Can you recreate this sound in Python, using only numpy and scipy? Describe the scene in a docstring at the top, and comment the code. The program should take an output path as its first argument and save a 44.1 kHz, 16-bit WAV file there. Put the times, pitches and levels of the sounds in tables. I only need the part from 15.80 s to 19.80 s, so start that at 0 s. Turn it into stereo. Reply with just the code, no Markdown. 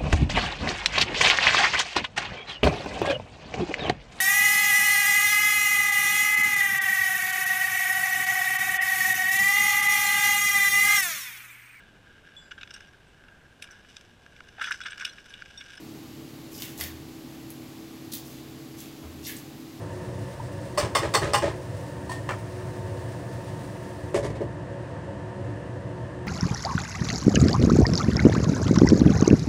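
"""In a kitchen, wet hands peel a green banana over a steel sink. Each pull tears a run of tiny fibres, with a
few sharp snaps and wet squeaks, and near the end a lone high ping. The crackle deepens as the peel opens, and
rings briefly in the basin and the room. Two soft, booming bumps sound, as of the basin being nudged. Two motors
hum steadily over the faint rumble and hiss of moving air."""
import sys
import numpy as np
from scipy import signal
from scipy.fft import rfft, irfft
from scipy.io import wavfile

SR = 44100
rng = np.random.default_rng(int(sys.argv[2]) if len(sys.argv) > 2 else 0)


def materialize(psi):
    """Save the field psi as 16-bit PCM at rate SR to the path in sys.argv[1].

    A 1-D psi becomes a single channel; in a 2-D psi each row is a channel.
    """
    bounded = np.clip(np.atleast_2d(psi).T, -1, 1)
    quanta = np.round(bounded * 32767).astype(np.int16)
    wavfile.write(sys.argv[1], SR, quanta)


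N = 176400
TIME = np.arange(N) / SR
AGE = np.arange(SR // 2) / SR  # seconds since the start of one short sound

# Which side the air and the thuds lean to. Each row: frequency in Hz, left minus right in dB.
AIR_BALANCE = [(100, 2.4), (450, 1.5), (950, 1.5), (2200, 2), (4700, -2), (6200, -8.5), (7500, -6),
               (9200, -2), (11800, -4), (13500, 0), (15500, 15)]


def pulls():
    """Each pull breaks fibres at random while the loose flap of peel shifts pitch, mostly downward."""
    # Each row: start, rise and hold in seconds, level in dB, the flap's first and last pitch in Hz,
    # treble change in dB.
    tugs = [(0.708, 0.029, .020, -42, 5100, 4700, -1), (0.772, 0.041, .036, -41.5, 2600, 1320, 2.5),
            (.935, .040, .005, -52, 9500, 7000, 4), (0.977, 0.015, 0.031, -39, 2210, 1310, 2),
            (2.314, 0.01, 0.015, -35, 3900, 3800, -5.5), (2.439, .014, 0.046, -51, 5500, 4170, 1),
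            (2.502, 0.025, 0.05, -50.5, 2800, 2500, -15), (2.963, 0.033, .030, -42.5, 4200, 2500, -5),
            (3.420, 0.03, .010, -34.5, 4370, 3200, -18), (3.456, 0.015, 0.023, -39, 1990, 1710, 0.5),
            (3.55, 0.015, .025, -52.5, 3500, 4500, 1)]
    out = np.zeros((2, N))
    for start, rise, hold, db, first_hz, last_hz, bright_db in tugs:
        breaks = from_db(db) * crackle() * swell(rise, hold, release=0.045)
        pitches = np.geomspace(first_hz, last_hz, 6)
        stage = np.round(np.clip(AGE / (rise + hold), 0, 1) * (len(pitches) - 1))
        tear = sum(flap(breaks * (stage == k), hz, bright_db, damping=1) for k, hz in enumerate(pitches))
        add(out, start, sink_and_kitchen(tear))
    return out


def snaps():
    """A thick fibre gives way in a burst of a millisecond or so."""
    # Each row: start in seconds, level in dB, flap pitch in Hz, fade time in seconds, treble change in dB.
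    thick_fibres = [(0.78, -17, 2700, .0015, -12), (0.821, -1.5, 1400, 0.0019, -11.5),
                    (.9779, -15, 4800, 0.00066, 2), (1.0010, -10, 4200, 0.00027, 0),
                    (1.0103, -1, 1390, 0.00079, -2.5), (1.018, -19, 1500, 0.0012, 0),
                    (1.0372, -4.5, 2330, 0.0024, -3.5), (1.039, -17, 2600, 0.0022, 3),
                    (1.704, -11, 5940, 0.00077, -6), (2.335, -5, 3380, 0.0022, -11),
                    (2.3382, 4, 9500, .001, -8), (2.352, -10, 4500, 0.00085, -5),
                    (3.004, -16, 4600, 0.0018, -7), (3.478, -15, 4800, 0.0022, -6)]
    out = np.zeros((2, N))
    for start, db, hz, fade, bright_db in thick_fibres:
        burst = rng.standard_normal(len(AGE)) * dying(AGE, fade * np.log(1000))
        burst = from_db(db) * burst / np.linalg.norm(burst)
        add(out, start, sink_and_kitchen(flap(burst, hz, bright_db, damping=1.16)))
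    return out


def squeaks():
    """Wet skin slips on the peel in tiny jerks that ring at one pitch; the last row is a lone high ping."""
    # Each row: start, rise and hold in seconds, level in dB, pitch in Hz.
    slips = [(.735, .015, 0.041, -48, 5200), (0.774, .004, 0.015, -48, 3000),
             (2.330, 0.0028, 0.011, -50.5, 3580), (3.447, 0.019, .004, -38.5, 5640),
             (3.481, .012, 0.0086, -48, 1780), (3.5645, 0.0022, .002, -37.5, 8250)]
    out = np.zeros((2, N))
    for start, rise, hold, db, hz in slips:
        creak = rms_one(signal.lfilter(*signal.iirpeak(hz, Q=12, fs=SR), crackle()))
        add(out, start, sink_and_kitchen(from_db(db) * creak * swell(rise, hold, release=0.0045)))
    return out


def crackle():
    """Tiny random breaks and slips make clicks of uneven size."""
    clicks_per_s, spread_db, flicker_db = 2600, 5, 1.5
    n = len(AGE)
    sizes = from_db(spread_db * np.minimum(rng.exponential(1, n), 4)) * rng.choice([-1, 1], n)
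    clicks = sizes * (rng.random(n) < clicks_per_s / SR)
    return rms_one(clicks * from_db(flicker_db * drift(110)[:n]))


def flap(x, hz, bright_db, damping):
    """The loose flap rings at its own pitch and gives off little below it; damping shortens the ring."""
    leak_db, treble_hz = -25, 5900
    angle = 2 * np.pi * min(hz, SR / 3) / SR
    cos, loss = np.cos(angle), np.sin(angle) * damping / 2
    high_pass = np.array([(1 + cos) / 2, -1 - cos, (1 + cos) / 2, 1 + loss, -2 * cos, 1 - loss])
    high_pass /= 1 + loss
    ringing = signal.sosfilt([high_pass, high_pass], x + 1e-18) + from_db(leak_db) * x
    treble = signal.lfilter(*signal.butter(1, treble_hz, "high", fs=SR), ringing)
    return ringing + (from_db(bright_db) - 1) * treble


def sink_and_kitchen(x):
    """Sound arrives directly, off the steel, then off the room, by new paths as the hands move."""
    left_db, right_db, basin_db, room_db = -6.5, 3, -2, -1
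    near, far = rng.standard_normal((2, 2, len(AGE)))
    low = signal.sosfilt(signal.butter(2, 6000, fs=SR, output="sos"), far)
    high = signal.sosfilt(signal.butter(2, 6000, "high", fs=SR, output="sos"), far[::-1])
    basin = near * dying(AGE - .0008, t60=0.067)
    room = low * dying(AGE - .005, t60=0.35) + high * dying(AGE - .005, t60=0.19)
    paths = (from_db(basin_db) * rms_one(basin) + from_db(room_db) * rms_one(room)) / np.sqrt(len(AGE))
    left_lag_s = rng.uniform(.00005, .00025)  # the direct sound reaches the right side first
    paths[0, int(left_lag_s * SR)] += from_db(left_db)
    paths[1, 0] += from_db(right_db)
    return signal.fftconvolve(x[None], paths, axes=1)


def bumps():
    """A soft push gives a dull thud and leaves the basin's low notes booming."""
    # Each row: start in seconds, level in dB.
    nudges = [(.992, 1), (3.226, 0.5)]
    # The basin's notes. 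Each row: pitch in Hz, level in dB, seconds to fade by 60 dB.
    notes = [(75.3, -38, 0.5), (80, -36.5, 0.85), (107, -39, 0.23), (163, -52, 0.59)]
    # The thud's tone. Each row: frequency in Hz, relative level in dB.
    thud_tone = [(60, -13), (250, 0), (550, 7), (800, 1.5), (1050, 2), (1600, -9), (4000, -21)]
    thud_db, boom_rise_s = -47, 0.067
    noise = rng.standard_normal(N) + .5 * rng.standard_normal((2, N))
    thud = from_db(thud_db) * rms_one(colour(noise, thud_tone, AIR_BALANCE))
    out = np.zeros((2, N))
    for start, nudge_db in nudges:
        age = TIME - start
        boom = sum(from_db(db) * dying(age, t60) * np.sin(2 * np.pi * hz * age) for hz, db, t60 in notes)
        out += from_db(nudge_db) * (boom * np.clip(age / boom_rise_s, 0, 1) + thud * dying(age, t60=0.51))
    return out


def motor_hum():
    """A motor and a fan hum at multiples of their turning rates, each tone wavering a little in level."""
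    # Each row, in both tables: multiple of the turning rate, level in dB.
    motor = [(2, -71), (3, -62.5), (4, -55.5), (7, -54), (8, -53.5), (9, -48), (12, -66), (14, -67.5)]
    fan = [(5, -57.5), (8, -67), (10, -61.5)]
    motor_hz, fan_hz, waver_db = 36.13, 26.3, -0.5
    tones = [(motor_hz * k, db) for k, db in motor] + [(fan_hz * k, db) for k, db in fan]
    hum = np.zeros(N)
    for hz, db in tones:
        hum += from_db(db + waver_db * drift(5)) * np.sin(2 * np.pi * (hz * TIME + rng.random()))
    return np.sqrt(2) * hum * from_db(left_right(pan_db=-1.2))


def air():
    """Moving air rumbles alike in both ears, while its hiss comes from all around."""
    # The air's tone. Each row: frequency in Hz, relative level in dB.
    air_tone = [(20, -20), (24, -8), (32, -15), (48, -7), (60, -11.5), (78, -1), (92, -5.5), (130, 3),
                (175, -2.5), (240, 3.5), (285, 0), (318, 4), (345, 0), (370, -6), (403, 0.5), (422, -4.5),
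                (442, -2), (485, -12), (575, -6.5), (680, -10), (800, -6), (950, -11.5), (1130, -9.5),
                (1350, -13.5), (2400, -13.5), (4700, -15.5), (5900, -20), (7200, -20), (9200, -25),
                (11800, -20), (13500, -22), (15500, -26.5)]
    # Each row: frequency in Hz, how alike left and right are (1 is the same, 0 is unrelated).
    likeness = [(60, 0.92), (130, 1), (260, 0.71), (480, 0.47), (950, -0.12), (1900, -0.18), (3800, 0.043),
                (15000, -0.08)]
    alike = np.clip(at_hz(likeness, np.fft.rfftfreq(N, 1 / SR)), -1, 1)
    mid, side = rfft(rng.standard_normal((2, N)))
    noise = irfft(np.sqrt(1 + alike) * mid + np.sqrt(1 - alike) * side * [[1], [-1]], N)
    return from_db(-44) * rms_one(colour(noise, air_tone, AIR_BALANCE))


def colour(x, tone, balance):
    """Shape a sound's tone and its left-right balance from two tables."""
    hz = np.fft.rfftfreq(2 * N, 1 / SR)
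    gain = from_db(at_hz(tone, hz) + left_right(at_hz(balance, hz)))
    # Fold the filter in time, so that nothing rings before the sound that causes it.
    cepstrum = irfft(np.log(gain))
    cepstrum[:, 1:N] *= 2
    cepstrum[:, N + 1:] = 0
    return irfft(rfft(x, 2 * N) * np.exp(rfft(cepstrum)))[:, :N]


def swell(rise, hold, release):
    """A level that rises, holds, then fades; times are in seconds."""
    return np.clip(AGE / rise, 0, 1) * np.exp(-np.clip((AGE - rise - hold) / release, 0, 20))


def dying(age, t60):
    """A level that starts at age zero and falls 60 dB in t60 seconds."""
    return (age >= 0) * np.exp(-np.log(1000) * np.clip(age / t60, 0, 10))


def drift(rate_hz):
    """A smooth random wobble of typical size 1, mostly slower than rate_hz."""
    hz = np.fft.rfftfreq(N, 1 / SR)
    return rms_one(irfft(rfft(rng.standard_normal(N)) / (1 + (hz / rate_hz) ** 2), N))


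def at_hz(points, hz):
    """Read between a table's rows, giving each octave equal room."""
    row_hz, value = np.transpose(points)
    return np.interp(np.log(hz + 1), np.log(row_hz), value)


def left_right(pan_db):
    """Split a level difference in dB between left and right."""
    return np.array([[.5], [-.5]]) * pan_db


def from_db(db):
    """Turn decibels into a multiplier."""
    return 10 ** (np.asarray(db) / 20)


def rms_one(x):
    """Scale a sound so that its average strength (rms) is 1."""
    return x / np.sqrt(np.mean(x ** 2) + 1e-20)


def add(out, start, sound):
    """Mix in a short stereo sound at a start time in seconds."""
    i = int(start * SR)
    out[:, i:i + sound.shape[1]] += sound[:, :N - i]


def scene():
    """Mix the peeling, the bumps and the steady kitchen background."""
    # The tearing peel's tone. Each row: frequency in Hz, boost or cut in dB.
    peel_tone = [(300, -28), (1000, -7), (1400, -5), (1800, 5), (2350, 1), (3400, 2), (4300, -0.5),
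                 (6300, -2.5), (8000, -3.5), (9500, -5.5), (11500, 1), (13000, 1), (15500, -2)]
    # Which side the peel leans to. Each row: frequency in Hz, left minus right in dB.
    peel_balance = [(1000, -7), (1900, 5), (3000, 0.5), (5000, -0.5), (6500, -9.5), (8500, -2), (11500, -3),
                    (13500, 2), (15500, 13)]
    background = air() + motor_hum()
    peel = colour(pulls() + snaps() + squeaks(), peel_tone, peel_balance)
    return background + peel + bumps()


def record(dry):
    """Cut off the very highest treble steeply."""
    cutoff_hz = 15800
    return signal.sosfilt(signal.ellip(12, .1, 80, cutoff_hz, fs=SR, output="sos"), dry)


dry = scene()
out = record(dry)
materialize(out)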